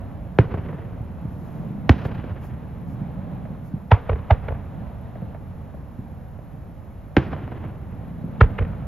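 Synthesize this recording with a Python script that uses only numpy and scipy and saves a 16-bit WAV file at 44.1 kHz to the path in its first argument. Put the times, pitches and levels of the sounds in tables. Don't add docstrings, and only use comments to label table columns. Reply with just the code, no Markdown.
import sys
import numpy as np
from scipy import signal
from scipy.fft import rfft, irfft, next_fast_len
from scipy.io import wavfile
from scipy.ndimage import uniform_filter1d, minimum_filter1d

SR = 44100
rng = np.random.default_rng(int(sys.argv[2]) if len(sys.argv) > 2 else 0)


def to_wav(sig):
    pcm = np.clip(np.atleast_2d(sig), -1, 1) * 32767
    pcm = np.round(pcm).astype(np.int16)
    wavfile.write(sys.argv[1], SR, pcm.T)


N = 391166
TAPS = 8192
HZ = np.fft.rfftfreq(TAPS, 1 / SR)
LEAD_IN = 512

# (time [s], level [dB], crack gain [dB], top treble gain [dB],
#   body [Hz], body gain [dB], ground dip [Hz], ground dip gain [dB],
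#   reflection delay [ms], reflection share [1], extra echo delay [ms], slap level [dB], slap [Hz])
BURSTS = [(0.3875, 1, 3.5, -7, 398, 18.5, 220, -8, 1.29, 0.45, 0.5, -12.5, 500),
          (1.8940, 3, 1.5, 6.5, 261, 10, 1020, -1, 2.67, 0.7, 5, -14.5, 450),
          (7.1675, 4, 6, -3, 357, 14, 1140, -16, 3.77, 0.9, 10.5, -15, 694)]
LIFTS = [(3.918, 2.5, -0.5, 3, 950, 10.8, 1124, -8, 1.1, 0.14, 0.97, -13, 434),
         (4.3089, -2.5, 1.5, -2, 820, 13.4, 437, -36, 1.385, 0.71, 0, -11.5, 720),
         (8.4112, 1, -7.5, 5, 1313, 7.8, 325, -2, 2.21, 1, 0, -11.5, 2600)]


def blasts(rows, colour, echoes, turns, lag_hz, ragged, spread_s, clean, near_db, roll_db,
           body_width=0.3, dip_width=0.13):
    # (frequency [Hz], T60 [s])
    near_colour, near_t60 = [(60, -11.5), (250, -13.5), (700, -19.5), (2000, -19.5), (6000, -18)], [(60, 0.041), (500, 0.21), (2000, 0.15), (7000, 0.14)]
    # (frequency [Hz], T60 [s])
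    roll_colour, roll_t60 = [(60, -6.5), (250, -14), (700, -15), (2000, -17), (6000, -14.5)], [(60, 2.74), (300, 2.4), (1000, 2), (3000, 1.75),
                                                  (7000, 0.42)]
    out = np.zeros((2, N))
    treble = HZ / (HZ + 800)
    top = HZ ** 2 / (HZ ** 2 + 4000 ** 2)
    for (s, db, crack_db, top_db, body_hz, body_db, dip_hz, dip_db,
         bounce_ms, bounce, extra_ms, slap_db, slap_hz) in rows:
        spectrum = read(colour, HZ) + crack_db * treble + top_db * top
        body = body_db * band(body_hz, body_width)
        dip = dip_db * band(dip_hz, dip_width)
        direct = amp(db) * pulse(spectrum + body + dip, turns, lag_hz)
        direct = roughen(direct, ragged, spread_s)
        t = np.arange(len(direct)) / SR
        delayed = np.interp(t - bounce_ms / 10 ** 3, t, direct, left=0)
        reflection = np.clip(bounce, 0, 1) * delayed
        add(out, s - LEAD_IN / SR, direct + reflection)

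        wave = amp(db) * pulse(spectrum + body / 2, turns, lag_hz)
        near = tail(near_colour, near_t60, rise_s=0.0009, size=SR // 2)
        roll = tail(roll_colour, roll_t60, rise_s=0.098)
        roll = roll * lumps(2 * SR, rate=62, depth_db=3.5)
        add(out, s, amp(near_db) * convolve(wave, near))
        add(out, s, amp(roll_db) * convolve(wave, roll))

        facade = 7 * band(slap_hz, 0.38)
        for later_s, echo_db, treble_db, smear_s in echoes:
            slap_spectrum = spectrum + facade + treble_db * treble - HZ / 1000
            slap = amp(db + slap_db + echo_db) * pulse(slap_spectrum, turns, lag_hz)
            slap = convolve(roughen(slap, ragged, spread_s), scatter(smear_s, clean))
            add(out, s + later_s + extra_ms / 10 ** 3 - LEAD_IN / SR, slap)
    return out


def band(centre_hz, width):
    return np.exp(-(np.log((HZ + 1) / centre_hz) / width) ** 2)


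def pulse(db, turns=2.5, lag_hz=150):
    log_gain = np.log(amp(np.maximum(db, -100)))
    mirrored = np.r_[log_gain, log_gain[-2:0:-1]]
    causal = np.exp(np.conj(signal.hilbert(mirrored)))[:len(HZ)]
    dispersion = np.exp(-2j * np.pi * turns * HZ / (HZ + lag_hz))
    wave = irfft(causal * dispersion)[:TAPS // 2]
    return wave / abs(wave).max()


def roughen(wave, share, spread_s):
    t = (np.arange(TAPS) - LEAD_IN) / SR
    paths = rng.standard_normal(TAPS) * np.exp(-abs(t) / spread_s)
    split = np.clip(share, 0, .95) * HZ ** 2 / (HZ ** 2 + 400 ** 2)
    whole = np.sqrt(1 - split) * rfft(1. * (t == 0))
    spread = np.sqrt(split) * rfft(paths / np.linalg.norm(paths))
    return irfft(rfft(wave, TAPS) * shallow(whole + spread))[:TAPS // 2]


def scatter(smear_s, clean):
    spray = noise_pair(TAPS) * np.exp(-np.arange(TAPS) / SR / smear_s)
    spray = spray / np.linalg.norm(spray[0])
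    split = (1 - np.clip(clean, 0, 1)) * HZ ** 2 / (HZ ** 2 + 200 ** 2)
    transfer = np.sqrt(1 - split) + np.sqrt(split) * rfft(spray)
    return irfft(shallow(transfer))[:, :TAPS // 2]


def shallow(transfer):
    return transfer * np.sqrt(2 / (abs(transfer) ** 2 + .5)) * np.sqrt(np.pi) / 2


def tail(colour, t60, rise_s, size=2 * SR):
    hz, t, z = signal.stft(noise_pair(size), SR, nperseg=512)
    life = read(t60, hz)[:, None]
    decay = amp(read(colour, hz)[:, None] - 60 * t / life)
    z = z * decay * np.sqrt(2 * np.log(1000) / (life * SR))
    rise = 1 - np.exp(-np.arange(size) / SR / rise_s)
    return signal.istft(z, SR, nperseg=512)[1][:, :size] * rise


def far_pops_and_thuds(pop_db=4, thud_db=-1):
    # (time [s], level before pop_db [dB], bass gain [dB])
    pops = [(3.453, -30.5, 2), (4.868, -39, -20), (5.154, -34.5, -12), (5.218, -30.5, 25), (5.347, -29, 3),
            (5.739, -35.5, 14), (6.389, -35.5, 12)]
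    # (frequency [Hz], level [dB])
    pop_colour = [(30, -24), (120, -21), (330, -2), (620, 17), (1000, -9), (1700, -7.5), (2700, -19),
                  (4000, -53), (9000, -72)]
    # (time [s], level before thud_db [dB], pitch [Hz])
    thuds = [(1, -18, 94), (1.249, -13, 125), (1.703, -18, 162), (3.014, -15, 138), (3.736, -12.5, 127),
             (5.221, -17, 122), (5.987, -17.5, 152), (8.239, -15, 175)]
    out = np.zeros((2, N))
    for s, db, bass_db in pops:
        spectrum = read(pop_colour, HZ) + bass_db / (1 + (HZ / 350) ** 2)
        wave = pulse(spectrum, turns=1.7, lag_hz=200)
        add(out, s, amp(db + pop_db) * convolve(wave, scatter(smear_s=.007, clean=0.19)))
    for s, db, hz in thuds:
        away = abs(np.log((HZ + 1) / hz))
        wave = pulse(-29 * away ** 2 / (1 + away / 10), turns=0.91, lag_hz=119)
        add(out, s, amp(db + thud_db) * convolve(wave, scatter(smear_s=.035, clean=0.21)))
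    return out


def background():
    # (frequency [Hz], relative density [dB per Hz])
    rumble, roar, wash = [(15, -16), (30, -19), (48, -6.5), (80, -3), (130, -8), (200, -15), (280, -18.5),
                          (400, -38), (800, -58.5), (2000, -97)], [(50, -26.5), (110, -4.5), (160, 2), (220, -2), (280, -11.5),
                                          (400, -28), (900, -49.5), (2500, -99)], [(100, -20), (300, 0), (550, 6.5), (800, 3.5),
                                                        (1200, -5), (2000, -13.5), (3000, -21.5),
                                                        (4200, -28), (5200, -56.5), (7000, -50.5),
                                                        (9000, -80)]
    # (steady [dB], with the lingering din [dB], with the far return [dB])
    rumble_mix, roar_mix, wash_mix = (-39.5, -36.5, -43.5), (-46, -42.5, -33), (-51, -47.5, -46.5)
    t, out = np.arange(N) / SR, 0
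    din, returned = lingering(t), far_return(t)
    rolling = lumps(N, rate=15, depth_db=1.67)
    flutter = lumps(N, rate=15, depth_db=0.74)
    layers = (rumble, rumble_mix, 1), (roar, roar_mix, rolling), (wash, wash_mix, flutter)
    for colour, (steady_db, din_db, return_db), wander in layers:
        power = amp(steady_db) ** 2 + amp(din_db) ** 2 * din + amp(return_db) ** 2 * returned
        out = out + open_air(colour) * np.sqrt(power) * wander
    return out


def lingering(t):
    build_s, sink_db_per_s = 0.39, 5
    ages = np.array([np.maximum(t - row[0], 0) for row in BURSTS + LIFTS])
    fed = (1 - np.exp(-ages / build_s)) * amp(-sink_db_per_s * ages) ** 2
    earlier = amp(0.5 - sink_db_per_s * t) ** 2
    return earlier + fed.sum(0)


def far_return(t):
    # (delay [s], half width to 1/e power [s], level [dB])
    kinds = (BURSTS, (1.34, 0.37, 0)), (LIFTS, (0.91, 0.056, -3.5))
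    power = 0
    for rows, (delay_s, half_s, db) in kinds:
        for row in rows:
            power = power + amp(db) ** 2 * swell(t, row[0] + delay_s, half_s)
    return power


def hiss():
    # (frequency [Hz], relative density [dB per Hz])
    hiss_colour = [(2000, -35.5), (4500, -4.5), (7200, -5), (8700, -20), (10200, -3.5), (10900, -5),
                   (11400, 3), (12000, -1.5), (12800, -10), (13500, -8.5), (15700, -11)]
    # (middle [s], half width to 1/e power [s], level [dB])
    rustles = [(1.501, .17, -70), (2.058, 0.014, -61.5), (2.455, .028, -63.5), (2.92, 0.039, -70),
               (3.67, .025, -68)]
    t = np.arange(N) / SR
    power = amp(-72.5) ** 2
    for s, half_s, db in rustles:
        power = power + amp(db) ** 2 * swell(t, s, half_s)
    return open_air(hiss_colour) * np.sqrt(power)


def whine(db=-81, hz=11400, width_hz=130, rate=30):
    t = np.arange(N) / SR
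    lowpass = signal.butter(2, width_hz, fs=SR, output="sos")
    flutter = evened(signal.sosfilt(lowpass, rng.standard_normal(N)))
    pulsing = np.sin(np.pi * rate * t) ** 4
    return amp(db) * evened(flutter * np.sin(2 * np.pi * hz * t) * pulsing)


def open_air(colour):
    return noise_pair(next_fast_len(N, real=True), colour, diffuse=True)[:, :N]


def noise_pair(size, colour=((1, 0), (2, 0)), diffuse=False):
    # (frequency [Hz], likeness [1])
    diffuse_likeness, blast_likeness = [(30, .7), (90, .75), (220, .9), (450, .75), (650, .85), (1100, .6),
                                        (1900, .98), (5000, .92), (12000, .9)], [(30, .99), (250, .99), (550, .8), (1100, .85),
                                                      (1900, .98), (6000, .9)]
    # (frequency [Hz], lead [rad])
    left_lead = [(30, .3), (380, .25), (800, 1.1), (1300, .15), (2000, 0), (4000, .3), (12000, .2)]
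    hz = np.fft.rfftfreq(size, 1 / SR)
    left, other = rfft(rng.standard_normal((2, size)))
    same = read(diffuse_likeness if diffuse else blast_likeness, hz)
    right = same * left + np.sqrt(1 - same ** 2) * other
    if diffuse:
        right = right * np.exp(-1j * read(left_lead, hz))
    return evened(irfft(np.array([left, right]) * amp(read(colour, hz)), size))


def lumps(size, rate, depth_db):
    knots = rng.standard_normal(4000)
    place = np.arange(size) / SR * rate
    return evened(amp(depth_db * np.interp(place, np.arange(len(knots)), np.clip(knots, -2, 2))))


def swell(t, middle_s, half_s):
    return np.exp(-((t - middle_s) / half_s) ** 2)


def amp(db):
    return 10 ** (np.asarray(db) / 20)


def evened(x):
    return x / np.sqrt(np.mean(x ** 2) + 1e-20)


def read(points, hz):
    f, value = np.transpose(points)
    return np.interp(np.log(hz + 1), np.log(f + 1), value)


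def add(mix, s, sound):
    part = mix[:, round(s * SR):][:, :sound.shape[-1]]
    part += sound[..., :part.shape[1]]


def convolve(a, b):
    return signal.fftconvolve(np.atleast_2d(a), np.atleast_2d(b), axes=1)


def scene():
    # (frequency [Hz], level [dB])
    burst_colour, lift_colour = [(18, -43.5), (38, -16.5), (70, 4.5), (120, 8.5), (200, 0.5), (350, -9.5),
                                 (600, -10), (1100, -12.5), (1800, -16.5), (3000, -26), (4200, -39),
                                 (6500, -51), (9000, -84), (16000, -54.5)], [(18, -64.5), (36, -4.5), (65, 4.5), (105, 5.5),
                                                       (170, -11.5), (320, -23), (450, -8), (850, -16.5),
                                                       (1400, -17), (2200, -22), (3400, -33.5), (4500, -48),
                                                       (7000, -66), (11000, -144)]
    # (delay [s], level [dB], treble gain [dB], smear [s])
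    burst_echoes, lift_echoes = [(.152, -6, -8.5, .009), (.186, -14, -10, .025), (.299, -15, -12, .006),
                                 (.341, -15, -12, .007), (.396, -20, -3, .01), (.463, -20, -10, .007)], [(.176, 1.5, -7.5, .005), (.197, -2, -30, .008),
                                                       (.212, -8, -11.5, .004), (.239, -11.5, -15, .006)]
    shells = blasts(BURSTS, burst_colour, burst_echoes, turns=2.963, lag_hz=220, ragged=0.11,
                    spread_s=0.0011, clean=0.19, near_db=6.5, roll_db=1.5)
    mortars = blasts(LIFTS, lift_colour, lift_echoes, turns=2.514, lag_hz=125, ragged=0.89,
                     spread_s=0.0023, clean=0.12, near_db=11.0, roll_db=0.5)
    return shells + mortars + far_pops_and_thuds() + background() + hiss() + whine()


def record(dry):
    # (frequency [Hz], left minus right [dB])
    balance = [(30, -1.7), (250, -2), (500, -2.6), (1000, -.5), (4000, 0)]
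    # (frequency [Hz], lag [rad])
    right_lag = [(1800, 0), (3000, .4), (5000, .6), (9000, 1.6), (12000, 0)]
    hold_s, ceiling, edge_hz = .005, .96, 15800
    size = next_fast_len(N, real=True)
    hz = np.fft.rfftfreq(size, 1 / SR)
    left = amp(read(balance, hz) / 2) * np.exp(.5j * read(right_lag, hz))
    x = irfft(rfft(dry, size) * np.array([left, 1 / left]), size)[:, :N]
    width = max(int(hold_s * SR / 2), 16)
    gain = np.minimum(1, ceiling / (abs(x).max(0) + 1e-9))
    held = minimum_filter1d(gain, 2 * width)
    x = x * uniform_filter1d(uniform_filter1d(held, width), width)
    lowpass = signal.firwin(511, edge_hz, window=("kaiser", 9), fs=SR)
    return signal.oaconvolve(x, lowpass[None], "same")


dry = scene()
out = record(dry)
to_wav(out)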